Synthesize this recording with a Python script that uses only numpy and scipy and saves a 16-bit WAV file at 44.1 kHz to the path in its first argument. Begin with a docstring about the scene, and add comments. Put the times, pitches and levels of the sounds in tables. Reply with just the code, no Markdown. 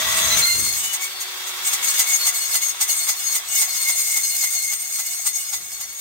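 """A cordless bandsaw cuts a steel bed rail on a gravel yard: noise and tones moulded by level curves.
First, wind noise buffets the microphone over gear rattle, chip noise, a groan and squeals as the blade binds.
The cut thins after about a second while the motor tone swells; just before two seconds the teeth bite hard.
Over 700 teeth a second ring rail and blade through filtered clicks, and the weld scrapes by once a lap.
Late on the cut thins again and wind returns briefly; the yard scatters all but the wind across the stereo."""
import sys
import numpy as np
from scipy import signal
from scipy.fft import rfft, irfft
from scipy.io import wavfile
from scipy.ndimage import uniform_filter1d

SR = 44100
rng = np.random.default_rng(int(sys.argv[2]) if len(sys.argv) > 2 else 0)


def output_pcm(signal):
    """Save a mono or channel-first signal as 16-bit PCM at the path in sys.argv[1].

    Samples are clipped to [-1, 1] before scaling.
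    """
    pcm = np.clip(np.atleast_2d(signal).T, -1, 1) * 32767
    wavfile.write(sys.argv[1], SR, np.round(pcm).astype(np.int16))


N = 264849
T = np.arange(N) / SR
FREQS = np.maximum(np.arange(N // 2 + 1) * SR / N, 1)


def undb(db):
    """Decibels to gain."""
    return 10 ** (np.asarray(db) / 20)


def curve(rows):
    """An automation curve: breakpoints joined by straight lines in time."""
    return np.interp(T, *np.transpose(rows))


def colour(points):
    """EQ curve: gain at every frequency from (f/Hz, level/dB) points on a log frequency axis."""
    hz, db = np.transpose(points)
    return undb(np.interp(np.log(FREQS), np.log(hz), db))


def shape(x, gain):
    """Filter by a gain per frequency."""
    return irfft(rfft(x) * gain, N)


def unit(x, band=(0, SR)):
    """Scale so that the rms within a band (Hz) is 1."""
    in_band = (FREQS >= band[0]) & (FREQS < band[1])
    return x / np.std(shape(x, in_band))


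def walk(rate):
    """Smooth random drift of spread 1 that changes about rate times a second."""
    coarse = rng.standard_normal(N // 4)
    for _ in range(2):
        coarse = uniform_filter1d(coarse, size=4)
    return np.interp(8 * rate * T, np.arange(len(coarse)), coarse) / np.std(coarse)


def grains(spread_db):
    """Dense tiny clicks of very unequal size."""
    return rng.standard_normal(N) * undb(spread_db * np.minimum(rng.exponential(size=N), 6))


def swell(centre_s, half_s):
    """A smooth rise and fall of height 1."""
    return np.exp(-.5 * ((T - centre_s) / half_s) ** 2)


def tooth_tone(phase, multiple, slip, flutter_db):
    """One multiple of a cycle at rms 1; uneven teeth shake its phase (slip, rad) and strength."""
    tone = np.sin(multiple * phase + slip * walk(61)) * undb(flutter_db * walk(45))
    return tone / np.std(tone)


# the weld passes through the cut once a lap: t/s, level/dB of its force
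WELD_PASSES = [(0.385, -22), (0.668, -26), (0.941, -22), (1.215, -27), (1.482, -28), (1.737, -19),
               (2.001, -15.5), (2.273, -16), (2.552, -17), (2.82, -17), (3.092, -19.5), (3.359, -20.5),
               (3.626, -19), (3.895, -21), (4.171, -23), (4.443, -22), (4.728, -24.5), (4.995, -23.5),
               (5.269, -21), (5.541, -22.5), (5.815, -28.5)]


def weld_bumps(rise_s, fall_s, after_s=0):
    """Force swells and dies as the weld is dragged through the slot."""
    force = np.zeros(N)
    for at_s, db in WELD_PASSES:
        age = T - at_s - after_s
        near = np.abs(age) < .2
        spread_s = np.where(age[near] < 0, rise_s, fall_s)
        force[near] += undb(db) * np.exp(-.5 * (age[near] / spread_s) ** 2)
    return force


# blade speed as the saw comes up and settles, before braking and drift: t/s, tooth rate f/Hz
TOOTH_RATE = [(0, 642), (.24, 653), (.34, 675.3), (.39, 758), (.42, 695.3), (.54, 704.5), (.84, 738),
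              (1.2, 742.8), (2.1, 728.2), (3.0, 721), (3.5, 730.5), (3.9, 716.7), (4.65, 714), (6, 734.7)]


def tooth_phase():
    """Tooth cycle in radians: the speed curve drifts a little, and the weld brakes the blade for a moment."""
    braking = .15 * weld_bumps(rise_s=.015, fall_s=.025)
    teeth_hz = curve(TOOTH_RATE) * (1 - braking + 0.001793 * walk(30))
    return 2 * np.pi * np.cumsum(teeth_hz) / SR


# wind automation, before the offset of each port: t/s, level/dB
WIND_LEVEL = [(0, -45.5), (.4, -36.5), (.48, -53.5), (.58, -35), (.68, -43), (1, -66.5), (3.7, -63),
              (5.5, -67), (5.57, -51.5), (5.72, -62)]


def wind():
    """Eddies rumble separately at each microphone port, more on the left."""
    tint = colour([(25, -24), (55, 0.5), (250, -10), (500, -13.5), (2000, -67)])
    ports = [unit(shape(rng.standard_normal(N) * undb(0.89 * walk(45)), tint)) for _ in range(2)]
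    port_offset_db = np.array([[3.0], [-1.5]])  # left, right
    return np.array(ports) * undb(curve(WIND_LEVEL) + port_offset_db)


# running noise of gears and blade wheels, before the trim of each layer: t/s, level/dB
DRIVE_LEVEL = [(0, -30), (.41, -29.5), (.5, -40), (1.26, -39), (1.78, -34.5), (2.44, -40.5), (3.8, -42.5),
               (4.1, -47), (5, -50.5)]
# EQ of the gear rattle: f/Hz, level/dB
GEAR_COLOUR = [(30, -34), (280, -17), (480, -3.5), (750, 0), (1130, 8), (1400, 4), (1850, 6.5), (2600, 5.5),
               (3700, 7), (5400, 0.5), (6100, 1), (16000, -7)]
# EQ of the housing when knocked: f/Hz, level/dB
HOUSING_COLOUR = [(60, -30), (450, -17.5), (820, 10.5), (980, 2.5), (1150, 7.5), (1600, 0), (5000, 4.5),
                  (16000, -33)]


def machine(phase, frame):
    """Gears rattle, the blade ticks over its guides and the weld knocks the housing."""
    middle = (850, 1700)
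    rattle = undb(1.35 * walk(130) + 1.0 * np.cos(phase / 2))
    gears = unit(shape(grains(2.2) * rattle, frame * colour(GEAR_COLOUR)), middle)
    guides = undb(0.6 * curve(DRIVE_LEVEL) - 31) * tooth_tone(phase, 1, slip=0.71, flutter_db=6.0)
    knock = unit(shape(grains(2.4) * rattle, frame * colour(HOUSING_COLOUR)), middle)
    knock_db = -18.5  # relative to the force of the weld
    knocks = undb(knock_db) * weld_bumps(rise_s=0.012, fall_s=0.012) * knock
    return undb(curve(DRIVE_LEVEL) - 2.1) * gears + guides + knocks


def frame_modes(ring_s, depth):
    """The many weak modes of the whole bed frame ripple the spectrum."""
    ripple = np.abs(rfft(rng.standard_normal(N) * np.exp(-T / ring_s))) ** depth
    return ripple / np.mean(ripple)


# how hard the saw is pressed into the rail, before ripple, skips and catches: t/s, level/dB
FEED_LEVEL = [(0, -28), (.42, -20), (.76, -23), (.88, -28.5), (1.15, -40), (1.58, -39.5), (1.85, -21.5),
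              (2.15, -21.5), (2.4, -23.5), (2.9, -22.5), (3.2, -25.5), (3.85, -21), (4.3, -22.5),
              (4.5, -21), (4.8, -27), (5.35, -26), (5.7, -32.5), (6, -34)]
# the teeth catch (+) or ride out of the slot (-): t/s, half length/s, change of bite level/dB
BITE_CATCHES = [(1.036, 0.021, 11.5), (1.671, 0.023, 16), (1.8, 0.019, -13), (2.778, 0.042, -20.5),
                (2.119, 0.012, 1.5), (2.19, 0.0076, -3), (2.654, 0.0089, 1.5), (2.902, .022, 5),
                (3.446, 0.033, -12), (3.578, .03, 5), (3.712, 0.034, -2.5), (5.359, 0.015, 0.5),
                (5.989, 0.017, 5)]


def tooth_bite():
    """The bite follows the feed, ripples with the wavy blade, skips after the weld, and catches or slips."""
    passes = [at_s for at_s, _ in WELD_PASSES]
    lap = np.interp(T, passes, np.arange(len(passes)))
    waves_per_lap, wave_db, wave_lead_rad = 5, 0.09, 0.1
    ripple = wave_db * np.cos(2 * np.pi * waves_per_lap * lap + wave_lead_rad)
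    # the weld lifts the teeth, which skip just after it has passed
    skip_db, skip_after_s, skip_half_s = -9, 0.048, 0.011  # depth at the strongest pass
    lift = weld_bumps(skip_half_s, skip_half_s, skip_after_s)
    skips = skip_db * lift / lift.max()
    catches = sum(db * swell(at_s, half_s) for at_s, half_s, db in BITE_CATCHES)
    return undb(curve(FEED_LEVEL) + ripple + skips + catches + 1.26 * walk(24))


def tooth_strikes(phase, count=22):
    """The regular part of the cutting force: multiples of the tooth rate that flare and fade on their own."""
    force = np.zeros(N)
    shaken = phase + 0.075 * walk(80)
    for k in range(1, count + 1):
        force += np.sin(k * shaken + k * k) * undb(15.2 * np.tanh(walk(16)))
    return force / np.std(force)


# resonances of rail and blade: f/Hz, nominal width/Hz, relative level/dB
RAIL_MODES = [(2168, 136, -8.5), (2962, 104, -9), (3658, 240, -14), (4345, 196, -5), (5060, 430, -9.5),
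              (5815, 104, -6.5), (6185, 180, -0.5), (6555, 150, 3.5), (6970, 230, 0.5), (8090, 99, 0.5),
              (8590, 155, 2.5), (13100, 500, -11)]
# broad hiss of torn chips under the resonances: f/Hz, relative level/dB
CHIP_HISS = [(170, -33.5), (300, -33.5), (700, -22), (1200, -28), (2500, -14.5), (5450, -65), (7500, -9),
             (9800, -8.5), (11200, -9.5), (16000, -13)]


def chips(phase, bite, frame):
    """Each tooth strikes and tears a burst of chips, which ring rail and blade; the weld scrapes more broadly."""
    # power per frequency
    ringing = sum(undb(2 * db) / (1 + (2 * (FREQS - hz) / width) ** 2) ** 1.176
                  for hz, width, db in RAIL_MODES)
    hiss = colour(CHIP_HISS) ** 2
    tearing = undb(2.7 * np.cos(phase) + 1.6 * walk(90) + 0.46 * walk(700))
    treble = (5000, 16000)
    cut = unit(shape(grains(1.32) * tearing, frame * np.sqrt(ringing + hiss)), treble)
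    song = unit(shape(tooth_strikes(phase), np.sqrt(ringing + undb(-8.0) * hiss)), treble)
    scrape_colour = frame * np.sqrt(ringing + undb(-2.5) * hiss)
    scrape = unit(shape(grains(0.76) * tearing, scrape_colour), treble)
    cutting = bite * (undb(-1.0) * cut + undb(-4.0) * song)
    return cutting + undb(1.5) * weld_bumps(rise_s=0.0095, fall_s=0.016) * scrape


def chatter(phase, bite):
    """The rail chatters on the third multiple of the tooth rate, growing faster than the bite."""
    chatter_db, full_bite_db, power = -34.5, -21, 1.25  # level at a full bite, that bite, steepness
    level = undb(chatter_db) * (bite / undb(full_bite_db)) ** power
    return level * tooth_tone(phase, multiple=3, slip=.45, flutter_db=2.2)


# the blade binds and a squeal locks on: t/s, half length/s, multiple of the tooth rate, level/dB
BINDING_SQUEALS = [(0.198, .15, 1, -38.5), (.12, 0.14, 3, -33), (0.259, 0.064, 6, -27.5),
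                   (0.329, 0.012, 3, -21.5), (.33, 0.022, 6, -20.5), (.35, 0.1, 9, -24),
                   (0.392, 0.016, 3, -24), (.44, 0.014, 6, -12.5), (0.471, 0.054, 2, -35.5),
                   (.5, 0.042, 6, -18), (.52, 0.031, 4, -32), (0.499, 0.044, 3, -27),
                   (0.668, 0.063, 6, -28.5), (0.871, 0.056, 4, -32), (1.037, 0.028, 3, -29.5),
                   (1.196, 0.088, 6, -35.5), (2.096, 0.028, 3, -28), (2.24, 0.031, 6, -24),
                   (3.89, 0.018, 3, -22.5), (4.15, .035, 3, -29), (4.45, 0.029, 3, -28.5),
                   (4.68, 0.038, 3, -31)]


def squeals():
    """The blade binds, and each squeal holds a multiple of the tooth rate at its moment."""
    sound = np.zeros(N)
    for centre_s, half_s, multiple, db in BINDING_SQUEALS:
        locked_hz = multiple * np.interp(centre_s, *np.transpose(TOOTH_RATE))
        squeal = tooth_tone(2 * np.pi * locked_hz * T, 1, slip=.85, flutter_db=1.8)
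        sound += undb(db) * swell(centre_s, half_s) * squeal
    return sound


def groan():
    """The bed frame groans on one unsteady tone as the saw first leans on it."""
    groan_hz, groan_db = 1122, -35.5
    tone = tooth_tone(2 * np.pi * groan_hz * T, 1, slip=1.3, flutter_db=3)
    return undb(groan_db) * swell(centre_s=0.13, half_s=0.17) * tone


def weld_ring():
    """The weld leaves one mode of the rail ringing just below the chatter."""
    ring_hz = 2025
    ring = tooth_tone(2 * np.pi * ring_hz * T, 1, slip=.6, flutter_db=2.0)
    return undb(-15.5) * weld_bumps(rise_s=.004, fall_s=0.033) * ring


# motor automation, before a small trim: t/s, level/dB
MOTOR_LEVEL = [(.8, -62), (1.5, -53), (2.4, -64), (3.3, -64), (4.2, -68)]


def motor(phase):
    """The motor hums at half the tooth rate, so it bends with the blade speed."""
    return undb(curve(MOTOR_LEVEL) + 0.5) * tooth_tone(phase / 2, 1, slip=0.047, flutter_db=1.7)


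# stereo picture: f/Hz, side minus mid level/dB, left minus right level/dB
STEREO_PORTS = [(350, -8, -2.5), (720, -6, -1.5), (1170, -2, 0), (2770, 1.5, 1.5), (6150, 1, 3),
                (8640, -1, 1), (9920, 10, 2.4), (14760, -23.5, -1)]


def yard(direct, diffuse, scatter_s, diffuse_share):
    """Gravel and bed frame scatter short reflections and diffuse rasp that differ between the two ports."""
    hz, side_db, pan_db = np.transpose(STEREO_PORTS)
    echoes = rfft(rng.standard_normal(N) * np.exp(-T / scatter_s))
    scatter = echoes / np.abs(echoes)  # phase only
    width, pan = colour(np.c_[hz, side_db]), colour(np.c_[hz, pan_db / 2])
    reflections = np.sqrt(1 - diffuse_share) * shape(direct, width * scatter)
    rasp = np.sqrt(diffuse_share) * shape(diffuse, width)
    side = reflections + rasp
    even = 1 / np.sqrt(1 + width ** 2)  # keeps mid plus side power steady
    return np.array([shape(direct + side, even * pan), shape(direct - side, even / pan)])


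def scene():
    """One blade speed drives teeth, chips and motor; the yard spreads them and wind goes on top."""
    phase = tooth_phase()
    bite = tooth_bite()
    frame = frame_modes(ring_s=0.015, depth=0.76)
    direct, diffuse = (chips(phase, bite, frame) + machine(phase, frame) for _ in range(2))
    singing = chatter(phase, bite) + squeals() + groan() + weld_ring()
    saw = direct + singing + motor(phase)
    return yard(saw, diffuse, scatter_s=0.011, diffuse_share=.42) + wind()


def record(dry):
    """The phone microphone thins the deepest rumble, rounds the highest peaks and cuts the top."""
    low_cut_hz, top_hz, ceiling = 45, 15700, 1.2
    thinned = signal.sosfilt(signal.butter(4, low_cut_hz, "high", fs=SR, output="sos"), dry)
    rounded = ceiling * np.tanh(thinned / ceiling)
    return signal.sosfilt(signal.ellip(10, .2, 80, top_hz, fs=SR, output="sos"), rounded)


dry = scene()
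out = record(dry)
output_pcm(out)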